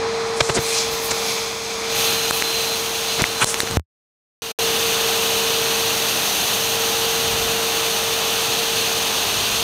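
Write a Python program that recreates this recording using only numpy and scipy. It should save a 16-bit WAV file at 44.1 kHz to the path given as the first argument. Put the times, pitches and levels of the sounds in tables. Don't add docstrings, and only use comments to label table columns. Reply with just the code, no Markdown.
import sys
import numpy as np
from scipy import signal
from scipy.fft import rfft, irfft, next_fast_len
from scipy.io import wavfile
from scipy.ndimage import uniform_filter1d, minimum_filter1d

SR = 44100
rng = np.random.default_rng(int(sys.argv[2]) if len(sys.argv) > 2 else 0)


def to_wav(sig):
    pcm = np.clip(np.atleast_2d(sig), -1, 1) * 32767
    pcm = np.round(pcm).astype(np.int16)
    wavfile.write(sys.argv[1], SR, pcm.T)


N = 424669
TIME = np.arange(N) / SR

# (time [s], share [0-1])
MOUTH_FACING = [(0, 0.13), (1.1, 0.2), (1.8, 0.08), (2.05, 0.92), (3.1, 0.81), (4.6, 1)]
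# (time [s], level [dB])
RUSH_LEVEL = [(0, -34), (.56, -34), (.74, -25), (1.0, -31), (1.32, -26), (1.56, -32.5), (1.84, -30),
              (2.0, -23), (2.2, -25.5), (2.92, -28.5), (3.13, -26), (3.46, -32), (3.77, -32.5), (4.42, -24),
              (7.7, -25), (9.6, -24)]
# (time [s], level [dB])
SPRAY_LEVEL = [(0, -61), (.37, -51.5), (.43, -56), (.53, -54), (.62, -39), (.85, -41), (1.3, -36),
               (1.55, -45), (1.87, -44), (1.99, -27.5), (2.2, -33), (3.15, -35.5), (3.7, -41.5),
               (4.42, -31), (5.6, -31), (6.4, -29.5), (7.4, -32), (9.6, -32.5)]
# (time [s], level [dB])
RUMBLE_LEVEL = [(0, -24.5), (.6, -27), (1.3, -26), (1.65, -30), (2.02, -23.5), (2.35, -26), (3.7, -27.5),
                (4.6, -23.5), (9.6, -24.5)]
# (frequency [Hz], density [dB per Hz])
RUSH_BESIDE = [(1500, -28.5), (2000, -7), (2400, 2), (2900, -11), (3450, 0.5), (3850, -3), (4300, -2.5),
               (5000, -2), (5500, -5), (6500, -30.5)]
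RUSH_IN_FRONT = [(1700, -39.5), (2250, -8.5), (2550, -1.5), (3100, -1), (3300, -2.5), (3570, -0.5),
                 (4000, -3.5), (4300, -3), (4700, -4.5), (5150, -12), (6000, -34)]
EDGE_BESIDE = [(4300, -26.5), (5200, -6.5), (5900, -1), (6600, 1.5), (7100, -9.5), (7700, -5), (8400, -13),
               (9100, -10), (9900, -15.5), (12000, -38.5)]
EDGE_IN_FRONT = [(4600, -25.5), (5400, -1), (5680, -3), (5900, 0.5), (6280, 2), (6650, 0), (7100, -6.5),
                 (7550, -8.5), (8200, -7), (8850, -4.5), (9600, -8), (11000, -30)]
SPRAY_BESIDE = [(8500, -26.5), (10000, 0), (12000, -3), (14000, -6.5), (16000, -7)]
SPRAY_IN_FRONT = [(8500, -29.5), (10000, -6.5), (11200, -4), (12700, -3), (14500, -5), (16000, -8.5)]
RUMBLE_BESIDE = [(25, -28), (50, -10.5), (130, 0), (270, -1.5), (560, 1), (1100, 5), (1600, -2.5),
                 (2100, -2), (4000, -34)]
RUMBLE_IN_FRONT = [(25, -36), (45, -13), (130, 0.5), (240, -0.5), (390, 1), (500, 2), (720, 1.5), (950, 3),
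                   (1200, 2.5), (1600, 0), (2050, -1.5), (2600, -12.5), (4000, -33)]
# (time [s], speed [turns per s])
SHAFT_SPEED = [(0, 455.2), (1.0, 455.0), (2.0, 455.2), (2.6, 454.7), (3.7, 454.6), (4.7, 455.6),
               (7.0, 455.4), (9.6, 455.0)]
# (time [s], level [dB])
HUM_LEVEL = [(0.1, -25), (1.0, -30), (2.0, -29), (2.5, -32), (3.7, -34), (4.6, -28.5), (5.5, -28),
             (7.5, -29), (8.4, -32), (9.6, -30.5)]
# (centre [s], half length [s], depth [dB])
HUM_NODES = [(1.6, 0.14, 5), (6.324, 0.24, 9.5), (9.36, 0.16, 10)]
# (time [s], level [dB])
WHINE_AGAINST_RUSH = [(0, -9), (.65, -5.5), (1.0, -10), (1.8, -11.5), (2.65, -0.5), (2.88, -10.5),
                      (3.4, -5.5), (4.6, -13.5), (9.6, -13)]
# (frequency [Hz], relative level [dB])
MOTOR_DRONES = [(59.9, -52.5), (103, -50.5), (120.1, -58.5), (205.1, -46), (410.2, -45), (615.3, -45),
                (820.5, -41.5)]
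# (centre [Hz], width [Hz], relative level [dB])
HOUSING_RESONANCES = [(719, 35, -41.5), (3610, 17, -53.5)]
# (loudest [s], half length [s], rms before the swell [dB], centre [Hz])
FINGER_SWISHES = [(0.465, .06, -30, 6200), (0.63, .015, -36, 12500), (0.712, .06, -28, 7540),
                  (0.788, 0.032, -22, 5400), (.94, .028, -34, 14000), (1.055, 0.024, -30, 11500),
                  (2.363, .026, -28.5, 12800)]
# (loudest [s], half length [s], rms before the swell [dB], dull above [Hz])
FINGER_RUBS = [(.4098, 0.0027, -1.5, 2970), (0.498, 0.0044, -12.5, 900), (0.573, 0.015, -19, 696),
               (1.117, 0.005, -20, 2500), (3.205, .012, -19, 2600), (3.425, .010, -20.5, 1590)]
# (loudest [s], half length [s], rms before the swell [dB], centre [Hz])
LEAD_SCRAPES = [(.378, .009, -34, 8500), (0.558, 0.01, -20, 6500), (.579, .007, -24.5, 2800),
                (1.115, 0.0054, -19.5, 6000), (3.422, 0.011, -18, 1200), (3.423, .01, -19.5, 2600),
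                (3.424, 0.01, -20, 7900), (3.488, 0.031, -23, 7900), (3.607, .014, -26.5, 7600)]
# (time [s], level [dB], pitch [Hz], ring decay [cycles], crack against the ring [dB])
MICROPHONE_KNOCKS = [(0.4905, -11, 2500, 0.56, -8), (0.499, -14, 2200, .45, -8),
                     (2.3094, 10.5, 1400, 0.66, -11), (2.4233, 9, 2130, 0.75, -19),
                     (3.22, -5, 200, .5, -5.5), (3.2408, 7, 2110, 1.5, -28), (3.4438, 12, 900, 0.28, -9),
                     (3.5428, -3, 2200, .77, -9), (3.6038, 4.5, 1950, 0.86, -5.5),
                     (3.633, -11, 400, 0.68, -15), (3.674, -8, 1800, 0.58, -18),
                     (3.711, -15, 500, 0.62, -3)]
# (time [s], spike height [dB])
CONTACT_POPS = [(3.7709, 2.5), (3.7965, -18.5)]
# (from [s], to [s], gain [dB])
CONTACT_SPANS = [(0, 3.7705, 0), (4.420, 4.515, -8), (4.588, 9.7, 0)]
# (loudest [s], half length [s], level [dB])
DRAUGHT_GUSTS = [(.92, 0.028, -38), (1.13, .03, -47), (1.98, 0.028, -38), (3.21, .025, -35.5),
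                 (3.741, 0.031, -30), (7.38, 0.095, -35), (9.5, .15, -41.5)]


def intake(rush_db, edge_db, spray_db):
    rush = from_db(rush_db + 0.58) * hose(aimed(RUSH_BESIDE, RUSH_IN_FRONT))
    edge = from_db(edge_db + 1.34) * aimed(EDGE_BESIDE, EDGE_IN_FRONT)
    spray = from_db(spray_db) * aimed(SPRAY_BESIDE, SPRAY_IN_FRONT)
    turbulence_db = 0.48 * drift(30)
    return (rush + edge + spray) * from_db(turbulence_db)


def hose(x, round_trip_s=0.008, echo=0.14):
    returned = np.interp(TIME - round_trip_s, TIME, x, left=0)
    return x + echo * returned


def aimed(beside, in_front):
    facing = np.clip(in_time(MOUTH_FACING), 0, 1)
    return np.sqrt(1 - facing) * coloured(beside) + np.sqrt(facing) * coloured(in_front)


def rumble(level_db):
    return from_db(level_db - 4) * aimed(RUMBLE_BESIDE, RUMBLE_IN_FRONT)


def motor(rumble_db, rush_db, blades=9, flutter_hz=0.518):
    turn_phase = 2 * np.pi * np.cumsum(in_time(SHAFT_SPEED) + flutter_hz * drift(12)) / SR
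    blade_phase = blades * turn_phase

    node_dip_db = sum(depth * bell(at, half_s) for at, half_s, depth in HUM_NODES)
    hum_db = in_time(HUM_LEVEL) - node_dip_db + 0.36
    shaft = from_db(hum_db + 0.5 * drift(11)) * np.sin(turn_phase)

    whine_db = rush_db + in_time(WHINE_AGAINST_RUSH)
    fan = from_db(whine_db + 2.4 * drift(9.6)) * np.sin(blade_phase)
    overtone = from_db(rush_db - 26 + 2.4 * drift(11)) * np.sin(2 * blade_phase)

    body = np.sqrt(2) * drones() + housing()
    return np.sqrt(2) * (shaft + fan + overtone) + from_db(rumble_db + 25) * body


def drones():
    out = np.zeros(N)
    for hz, db in MOTOR_DRONES:
        phase = 2 * np.pi * np.cumsum(hz + 0.52 * drift(5.54)) / SR
        out += from_db(db + 1.2 * drift(1.5)) * np.sin(phase)
    return out


def housing():
    out = np.zeros(N)
    for centre, width, db in HOUSING_RESONANCES:
        out += from_db(db) * noise(lambda hz: 1 / (1 + ((hz - centre) / width) ** 2))
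    return out


def swishes():
    edges = 2 ** np.array([-0.4, 0.4])
    out = np.zeros(N)
    for at, half_s, db, hz in FINGER_SWISHES:
        out += stroke(at, half_s, db, lambda x: butter(x, hz * edges, "band"), grain_db=2.5)
    return out


def handling():
    return butter(rubs() + scrapes() + knocks(), 45, "high")


def rubs(thump_db=3, thump_hz=135, thump_cycles=0.84):
    out = np.zeros(N)
    for at, half_s, db, hz in FINGER_RUBS:
        def dull(x):
            return butter(butter(x, [110, hz], "band", order=1), 5500, "low")
        out += stroke(at, half_s, db, dull)
        push = half_s / 0.01
        out += from_db(db + thump_db) * push * ring(at + half_s, thump_hz, thump_cycles)
    return out


def scrapes(top_hz=10300):
    out = np.zeros(N)
    for at, half_s, db, hz in LEAD_SCRAPES:
        def bright(x):
            band = butter(x, [hz / 1.48, hz * 1.36], "band", order=3)
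            return butter(band, top_hz, "low", order=8)
        out += stroke(at, half_s, db, bright)
    return out


def knocks(crack_s=0.0013):
    out = np.zeros(N)
    crackle = rms_one(butter(rng.standard_normal(N), [3000, 9000], "band"))
    for at, db, hz, cycles, crack_db in MICROPHONE_KNOCKS:
        crack = crackle * (TIME >= at) * np.exp(-np.clip((TIME - at) / crack_s, 0, 20))
        out += from_db(db) * (ring(at, hz, cycles) + from_db(crack_db) * crack)
    return out


def stroke(at, half_s, db, colour, grain_db=1.6):
    near = np.abs(TIME - at) < 0.2
    length = np.count_nonzero(near)
    grain = rms_one(butter(rng.standard_normal(length), 500, "low"))
    friction = from_db(grain_db * grain) * rng.standard_normal(length)
    out = np.zeros(N)
    out[near] = from_db(db) * rms_one(colour(friction)) * bell(at, half_s)[near]
    return out


def ring(at, hz, cycles):
    t = np.arange(SR // 10) / SR
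    start = round(at * SR)
    return np.pad(np.sin(2 * np.pi * hz * t) * np.exp(-t * hz / cycles), (start, N - start - len(t)))


def pops(swing_hz=80, swing_s=0.012, swing_db=-9, settle_s=0.051, spike_s=0.00056):
    out = np.zeros(N)
    for at, db in CONTACT_POPS:
        t = np.maximum(TIME - at, 0)
        decay = np.exp(-t / swing_s - (t / settle_s) ** 4)
        swing = from_db(swing_db) * np.sin(2 * np.pi * swing_hz * t) * decay
        spike = -np.exp(-t / spike_s)
        out += (TIME >= at) * from_db(db) * (swing + spike)
    return out


def draught(steady_db=-54.5):
    gusts = sum(from_db(db) * bell(at, half_s) for at, half_s, db in DRAUGHT_GUSTS)
    buffeting = rms_one(butter(rng.standard_normal(N), [42, 170], "band"))
    return (from_db(steady_db) + gusts) * buffeting


def from_db(db):
    return 10 ** (np.asarray(db) / 20)


def rms_one(x):
    return x / np.sqrt(np.mean(x ** 2) + 1e-20)


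def in_time(rows):
    seconds, values = np.transpose(rows)
    return np.interp(TIME, seconds, values)


def bell(at, half_s):
    return np.exp(-0.5 * ((TIME - at) / half_s) ** 2)


def butter(x, hz, kind, order=2):
    hz = np.clip(hz, 10, 0.45 * SR)
    return signal.sosfilt(signal.butter(order, hz, kind, fs=SR, output="sos"), x + 1e-18)


def noise(gain_at):
    size = next_fast_len(N)
    hz = np.maximum(np.arange(size // 2 + 1) * SR / size, 1e-3)
    return rms_one(irfft(rfft(rng.standard_normal(size)) * gain_at(hz), size)[:N])


def coloured(spectrum):
    points, db = np.transpose(spectrum)
    return noise(lambda hz: from_db(np.interp(np.log(hz), np.log(points), db, left=-90, right=-90)))


def drift(rate_hz):
    return noise(lambda hz: 1 / (1 + (hz / rate_hz) ** 2) / (1 + (hz / (4 * rate_hz)) ** 2))


def limiter(x, ceiling_db=0.1, release_db_per_s=380):
    over_db = np.maximum(20 * np.log10(np.abs(x) + 1e-9) - ceiling_db, 0)
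    release_db = release_db_per_s * TIME
    held_db = np.maximum.accumulate(over_db + release_db) - release_db
    gain = minimum_filter1d(from_db(-held_db), size=17)
    return x * uniform_filter1d(gain, size=9)


def scene():
    rumble_db = in_time(RUMBLE_LEVEL)
    rush_db = in_time(RUSH_LEVEL)
    spray_db = in_time(SPRAY_LEVEL)
    edge_db = -9 + 0.41 * rush_db + 0.3 * spray_db
    air = intake(rush_db, edge_db, spray_db) + rumble(rumble_db) + swishes() + draught()
    mono = air + motor(rumble_db, rush_db) + handling()
    return np.array([mono, mono])


def record(dry):
    contact = sum(from_db(db) * ((TIME >= start) & (TIME < end)) for start, end, db in CONTACT_SPANS)
    fading = np.maximum(contact, butter(contact, 68, "low", order=1))
    limited = np.array([limiter(channel) for channel in dry * fading + pops()])
    treble_cut = signal.cheby2(20, 70, 16100, fs=SR, output="sos")
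    return signal.sosfilt(treble_cut, limited)


dry = scene()
out = record(dry)
to_wav(out)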